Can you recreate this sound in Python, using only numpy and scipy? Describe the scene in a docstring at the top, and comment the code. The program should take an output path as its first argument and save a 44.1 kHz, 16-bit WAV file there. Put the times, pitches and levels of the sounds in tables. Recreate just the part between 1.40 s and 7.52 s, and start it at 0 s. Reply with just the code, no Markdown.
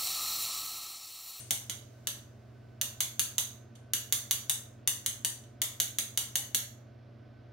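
"""Sifting flour by hand

A metal sieve of flour is knocked against a palm above a glass bowl, in short runs of about five knocks a second.
Each knock is a few milliseconds of rim chatter, coloured by rim and mesh, with ringing modes of the wire frame.
The table throws it back after a short delay, and the kitchen rings out as noise dying band by band.
Flour hisses faintly through the mesh as grainy noise; an appliance hums in sines and whirs in narrow noise bands."""
import sys
import numpy as np
from scipy import signal
from scipy.fft import rfft, irfft
from scipy.io import wavfile
from scipy.ndimage import uniform_filter1d

SR = 44100
rng = np.random.default_rng(int(sys.argv[2]) if len(sys.argv) > 2 else 0)


def unload_wav(signal):
    """Save mono or channel-first audio to the path in sys.argv[1] as 16-bit WAV at rate SR, clipped to [-1, 1]."""
    wavfile.write(
        sys.argv[1],
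        SR,
        np.round(np.clip(np.atleast_2d(signal).T, -1, 1) * 32767).astype(np.int16),
    )


N = 270093

# steady room noise: pitch_hz, level_db (per Hz)
AIR_SPECTRUM = [(20, -100), (45, -94), (65, -83.5), (120, -81.5), (170, -92), (230, -86.5), (450, -90),
                (590, -91.5), (730, -93), (830, -100), (1300, -100), (1900, -104.5), (5500, -115),
                (8000, -132)]
# how alike the room noise is on both sides: pitch_hz, likeness (1 = identical)
AIR_LIKENESS = [(50, 1), (150, 0.94), (300, 0.72), (700, 0.19), (3000, 1)]
# balance of the room noise: pitch_hz, left_over_right_db
AIR_BALANCE = [(100, -0.5), (300, -3.5), (2000, -0.5), (5000, -9)]
# narrow bands in which the appliance whirs: pitch_hz, width_hz, level_db (per Hz)
WHIR_BANDS = [(230, 7.8, -83), (581, 6.5, -81), (1520, 7, -87.5)]
# steady lines of the appliance: pitch_hz, level_db
HUM_LINES = [(60.3, -85), (90.6, -71), (100.2, -61.5), (120.8, -54), (130.4, -77), (211.4, -78.5),
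             (221.0, -65.5), (251.2, -73.5), (281.4, -75), (302.0, -76), (341.8, -73), (402.2, -76.5),
             (634.4, -72.5), (663.5, -77.5), (713.5, -77)]

# tone of flour sliding over the mesh: pitch_hz, relative_level_db
FLOUR_TONE = [(500, -20), (2500, 0.5), (6500, 3), (9000, -4.5), (15000, -3.5)]
# hiss with the sieve full and nearly empty, and the time constant of the emptying
FULL_DB, EMPTY_DB, EMPTYING_S = -56.5, -87.5, 0.98
# the flour hiss starts to fade, with this time constant, before the last knocks
HISS_FADES_S, HISS_FADE_TIME_S = 4.7, .2

# the shake swings every 0.19 s; some swings miss the palm and two only brush it
# knocks: start_s, strength_db, zing_db (extra zing of the mesh)
KNOCK_TIMES = [(-0.082, -6, 11.0), (0.108, -0.5, 0.5), (0.297, -6.5, -2.5), (0.6717, -3.5, -1.5),
               (1.414, -1.5, -3.5), (1.6054, -0.5, -1.5), (1.7948, 0.5, -1), (1.982, 0.0, -2),
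               (2.353, -30, 0.0), (2.5354, 0, -2), (2.7247, 1, -1.5), (2.9102, 1, -2), (3.0966, -0.5, 1.5),
               (3.4754, 0.5, -0.5), (3.6621, -2.5, 1.5), (3.848, -2, 3), (4.036, -32, -5),
               (4.2178, -0.5, -1.5), (4.401, 0.5, -2), (4.5856, -1.5, -1), (4.775, -0.5, -2),
               (4.9557, 0.0, -2.5), (5.1469, 1, -2)]
# broad resonances of rim and mesh: pitch_hz, width_hz, relative_level_db
BODY_RESONANCES = [(1370, 1330, -18.7), (1710, 340, -15.4), (2090, 430, -11.1), (2960, 380, -4.4),
                   (3490, 460, -4.3), (3860, 360, -7.2), (4530, 610, -8.3), (6010, 680, -4.6),
                   (6380, 510, -1.2), (7100, 500, -3.1), (8390, 1360, -6.8), (9400, 1640, -5.7),
                   (11230, 1670, -6.0), (12780, 1340, -6.5), (15390, 2280, -9.6)]
# long-ringing modes of the wire frame: pitch_hz, average_relative_level_db, t60_s
FRAME_MODES = [(2899, 0, .22), (3473, -2, .35), (3681, -2, .22), (3906, -3, .2), (6167, -1, .3),
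               (6264, 2, .2), (6412, 0, .2), (7226, 1, .25), (8428, -3, .22), (9309, -2, .2),
               (12570, -4, .14), (12818, -3, .14)]
# how the knock reaches the two sides: pitch_hz, left_over_right_db
KNOCK_BALANCE = [(500, -2), (1800, -5), (3000, -1), (4200, -4), (6400, -4), (7400, 0), (8500, 11),
                 (10000, 5), (11500, 4), (13500, -1), (16000, 0)]
# how alike the chatter is on both sides: pitch_hz, likeness (1 = identical)
KNOCK_LIKENESS = [(500, 0.37), (3000, 0.15), (7000, 0.19), (12000, 0.065)]
# share of the knock's energy that is chatter, not one clean impact: pitch_hz, share (firm knock)
CHATTER_AMOUNT = [(500, .4), (3000, .5), (4500, .7), (6500, .8), (9000, .95), (15000, .95)]
# the table reflects the highest treble less: pitch_hz, reflection_db
TABLE_REFLECTION = [(3000, -5), (6500, -4), (9000, -7.5), (15000, -7)]
# how long the kitchen rings: pitch_hz, t60_s
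KITCHEN_T60 = [(400, 0.11), (1000, 0.54), (3000, 0.3543), (6500, 0.3943), (10000, 0.28), (15000, 0.34)]
# tone of the kitchen's tail: pitch_hz, relative_level_db
KITCHEN_TONE = [(400, 10), (2000, 4), (3400, 4), (6300, 3.5), (9000, 6), (12800, 4.5), (14000, -1),
                (15500, 2.5)]

# treble gained at TREBLE_HZ per dB of strength, down to the strength of the dullest touch
BRIGHTER_DB_PER_DB, TREBLE_HZ, DULLEST_DB = 0.74, 12600, -15.5
# the zing of the mesh; a knock that zings more leans further left (dB per dB)
ZING_HZ, ZING_WIDTH_HZ, ZING_LEAN = 9000, 1800, .25
# weight that a full load of flour adds to the low end
LOAD_DB, LOAD_HZ = 9.5, 650
# left over right, before the zing leans it
PAN_DB = -.3
# a firm burst of chatter and its fade, then the rebound's delay and relative level
BURST_S, FADE_S, REBOUND_S, REBOUND_DB = .0012, .0005, .0026, -7.5
# average delay of the table's reflection, and trim of the kitchen's tail
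TABLE_S, KITCHEN_DB = .0052, -2.5
# upper edge of the whole sound
EDGE_HZ = 15900


def amp(db):
    """Turns decibels into an amplitude factor."""
    return 10 ** (np.asarray(db) / 20)


def read(points, hz):
    """Joins (pitch_hz, value) points by straight lines on a log-frequency axis."""
    f, value = np.transpose(points)
    return np.interp(np.log(hz + 1), np.log(f + 1), value)


def unit(x):
    """Scales to an average energy of 1 per channel."""
    return x / np.sqrt(np.mean(np.sum(x ** 2, -1)) + 1e-20)


def sides(lean_db):
    """Left and right gains of equal total power."""
    gains = amp(np.array([lean_db, -lean_db]) / 2)
    return gains / np.sqrt(np.mean(gains ** 2, 0))


def pair(z, same):
    """Makes two unrelated spectra partly alike by sharing a mid signal."""
    same = np.clip(same, -1, 1)
    mid = np.sqrt((1 + same) / 2) * z[0]
    side = np.sqrt((1 - same) / 2) * z[1]
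    return np.array([mid + side, mid - side])


def add(mix, s, sound):
    """Mixes a stereo sound in at time s; one that starts before zero loses its head."""
    start = round(s * SR)
    sound = sound[:, max(-start, 0):]
    part = mix[:, max(start, 0):][:, :sound.shape[1]]
    part += sound[:, :part.shape[1]]


def causal(gain):
    """The minimum-phase response with this gain: it rings only after the blow."""
    mirrored = np.r_[gain, gain[-2:0:-1]]
    log_gain = np.log(np.maximum(mirrored, 1e-5))
    return np.exp(np.conj(signal.hilbert(log_gain)))[:len(gain)]


def air():
    """The low, even rush of the room, with the whir of the appliance: shaped stereo noise."""
    hz = np.fft.rfftfreq(N, 1 / SR)
    rush = amp(read(AIR_SPECTRUM, hz)) ** 2
    whir = sum(amp(db) ** 2 / (1 + ((hz - f) / width) ** 2) ** 2 for f, width, db in WHIR_BANDS)
    noise = pair(rfft(rng.standard_normal((2, N))), read(AIR_LIKENESS, hz))
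    z = noise * sides(read(AIR_BALANCE, hz))
    return irfft(z * np.sqrt((rush + whir) * SR / 2), N)


def appliance(waver=0.092):
    """Steady motor lines whose phase wanders slightly; the higher ones reach the two sides out of step."""
    t, out = np.arange(N) / SR, np.zeros((2, N))
    for hz, db in HUM_LINES:
        drift = np.interp(t, np.linspace(0, t[-1], 24), rng.standard_normal(24))
        lag = np.arccos(np.clip(read(AIR_LIKENESS, hz), -1, 1)) / 2  # radians between the sides
        phase = 2 * np.pi * (hz * t + rng.random()) + waver * drift + np.array([[lag], [-lag]]) / 2
        level = np.sqrt(2) * amp(db) * sides(read(AIR_BALANCE, hz))[:, None]
        out += level * np.sin(phase)
    return out


def fill(s):
    """How full the sieve is at time s: 1 at time zero, dwindling exponentially towards 0."""
    return np.exp(-s / EMPTYING_S)


def flour_flow():
    """The hiss is strongest while the sieve is full, dwindles as it empties and dies away during the last knocks."""
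    t = np.arange(N) / SR
    flow = amp(EMPTY_DB + (FULL_DB - EMPTY_DB) * fill(t))
    return flow * np.exp(-np.maximum(t - HISS_FADES_S, 0) / HISS_FADE_TIME_S)


def flour():
    """Fine grains of uneven size slip through the mesh: noise whose every sample varies in strength."""
    grains = rng.standard_normal((2, N)) * amp(3 * rng.standard_normal(N))
    tone = amp(read(FLOUR_TONE, np.fft.rfftfreq(N, 1 / SR)))
    hiss = irfft(rfft(grains) * tone, N)
    return hiss / hiss.std() * flour_flow()


def chatter(t, hz, brush, brush_s=.006, buzz_db=-21, buzz_s=.004):
    """One impact, a burst of tiny contacts, a rebound and a dying buzz; a light touch (brush near 1) is drawn out."""
    def burst(u):
        return (u >= 0) * np.exp(-np.maximum(u - BURST_S - brush * brush_s, 0) / FADE_S)

    rebound = amp(REBOUND_DB) * burst(t - REBOUND_S)
    buzz = amp(buzz_db) * np.exp(-t / buzz_s)
    force = burst(t) + rebound + buzz
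    noise = unit(force * rng.standard_normal((2, len(t))))
    contacts = pair(rfft(noise), read(KNOCK_LIKENESS, hz))
    share = np.clip(read(CHATTER_AMOUNT, hz) + brush, 0, 1)
    z = np.sqrt(1 - share) + np.sqrt(share) * contacts
    # the contacts are so brief that they feed all broad bands evenly
    broad = uniform_filter1d(np.mean(abs(z) ** 2, 0), size=900)
    return z * causal(broad ** -.5)


def frame_ring(t, ring_db=-11, spread_db=2.5):
    """The wire frame rings on as decaying sines, each mode struck a little differently every time."""
    f, db, t60 = np.transpose(FRAME_MODES)[:, :, None]
    strength_db = db + spread_db * rng.standard_normal(f.shape)
    modes = amp(strength_db - 60 * t / t60) * np.exp(2j * np.pi * f * t)
    start_phases = np.exp(2j * np.pi * rng.random((2, len(f))))
    return amp(ring_db) * unit((start_phases @ modes).real)


def kitchen(t, gap_s=0.0067, build_s=0.0021):
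    """A diffuse tail, each band dying at its own speed; it differs at each knock as the sieve moves."""
    hz, when, z = signal.stft(rng.standard_normal((2, len(t))), SR, nperseg=256)
    rate = np.log(1000) / read(KITCHEN_T60, hz)[:, None]
    decay = np.exp(-rate * when) * np.sqrt(2 * rate / SR)  # equal energy whatever the decay time
    z = z * amp(read(KITCHEN_TONE, hz))[:, None] * decay
    tail = signal.istft(z, SR, nperseg=256)[1][:, :len(t)]
    onset = np.clip((t - gap_s) / build_s, 0, 1)
    return amp(KITCHEN_DB) * rfft(tail * onset)


def knock_colour(hz, s, strength_db, zing_db):
    """Harder knocks are brighter, a fuller sieve thuds more, and where the palm lands sets the mesh's zing."""
    treble_db = BRIGHTER_DB_PER_DB * max(strength_db, DULLEST_DB) * (hz / TREBLE_HZ) ** 2
    weight_db = LOAD_DB * fill(s) * np.exp(-(hz / LOAD_HZ) ** 2)
    mesh_db = zing_db * np.exp(-((hz - ZING_HZ) / ZING_WIDTH_HZ) ** 2)
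    return amp(treble_db + weight_db + mesh_db)


def sieve(size=24576, level_db=2, direct_treble_db=0.67, firm_db=-5, brush_range_db=30,
          room_lean=0.77, thud_db=-22, thud_hz=550):
    """Each knock: chatter through the resonances of the sieve, heard directly, off the table and in the room."""
    t, hz, out = np.arange(size) / SR, np.fft.rfftfreq(size, 1 / SR), np.zeros((2, N))
    resonances = sum(amp(db) ** 2 / (1 + ((hz - f) / width) ** 2) ** 4 for f, width, db in BODY_RESONANCES)
    palm = amp(thud_db) ** 2 / (1 + (hz / thud_hz) ** 2) ** 2  # the soft blow of the palm
    power = resonances + palm
    body = np.sqrt(power / power.mean()) * hz / np.hypot(hz, 150)  # thinned below 150 Hz
    ending = np.clip(10 * (1 - t / t[-1]) - 1, 0, 1)
    lean_db = read(KNOCK_BALANCE, hz)
    for s, db, zing_db in KNOCK_TIMES:
        colour = knock_colour(hz, s, db, zing_db)
        pan_db = PAN_DB + ZING_LEAN * zing_db
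        brush = np.clip((firm_db - db) / brush_range_db, 0, 1)
        # the sieve radiates differently upwards and towards the table, whose distance varies a little
        upward, downward = chatter(t, hz, brush), chatter(t, hz, brush)
        delay_s = TABLE_S * rng.uniform(.96, 1.04)
        reflected = amp(read(TABLE_REFLECTION, hz)) * downward * np.exp(-2j * np.pi * hz * delay_s)
        direct = (upward + reflected) * sides(lean_db) * amp(direct_treble_db * hz / TREBLE_HZ)
        reverb = upward * kitchen(t) * sides(room_lean * lean_db)
        struck = (direct + reverb) * causal(body * colour)
        ringing = rfft(frame_ring(t)) * causal(colour)
        knock = irfft(struck + ringing)
        add(out, s, amp(db + level_db) * sides(pan_db)[:, None] * knock * ending)
    return out


def scene():
    """Sieve and flour over the sound of the room."""
    return air() + appliance() + flour() + sieve()


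def record(dry):
    """The recorder's band limit: a steep low-pass at EDGE_HZ."""
    lowpass = signal.firwin(511, EDGE_HZ, window=("kaiser", 9), fs=SR)
    return signal.oaconvolve(dry, lowpass[None], "same")


dry = scene()
out = record(dry)
unload_wav(out)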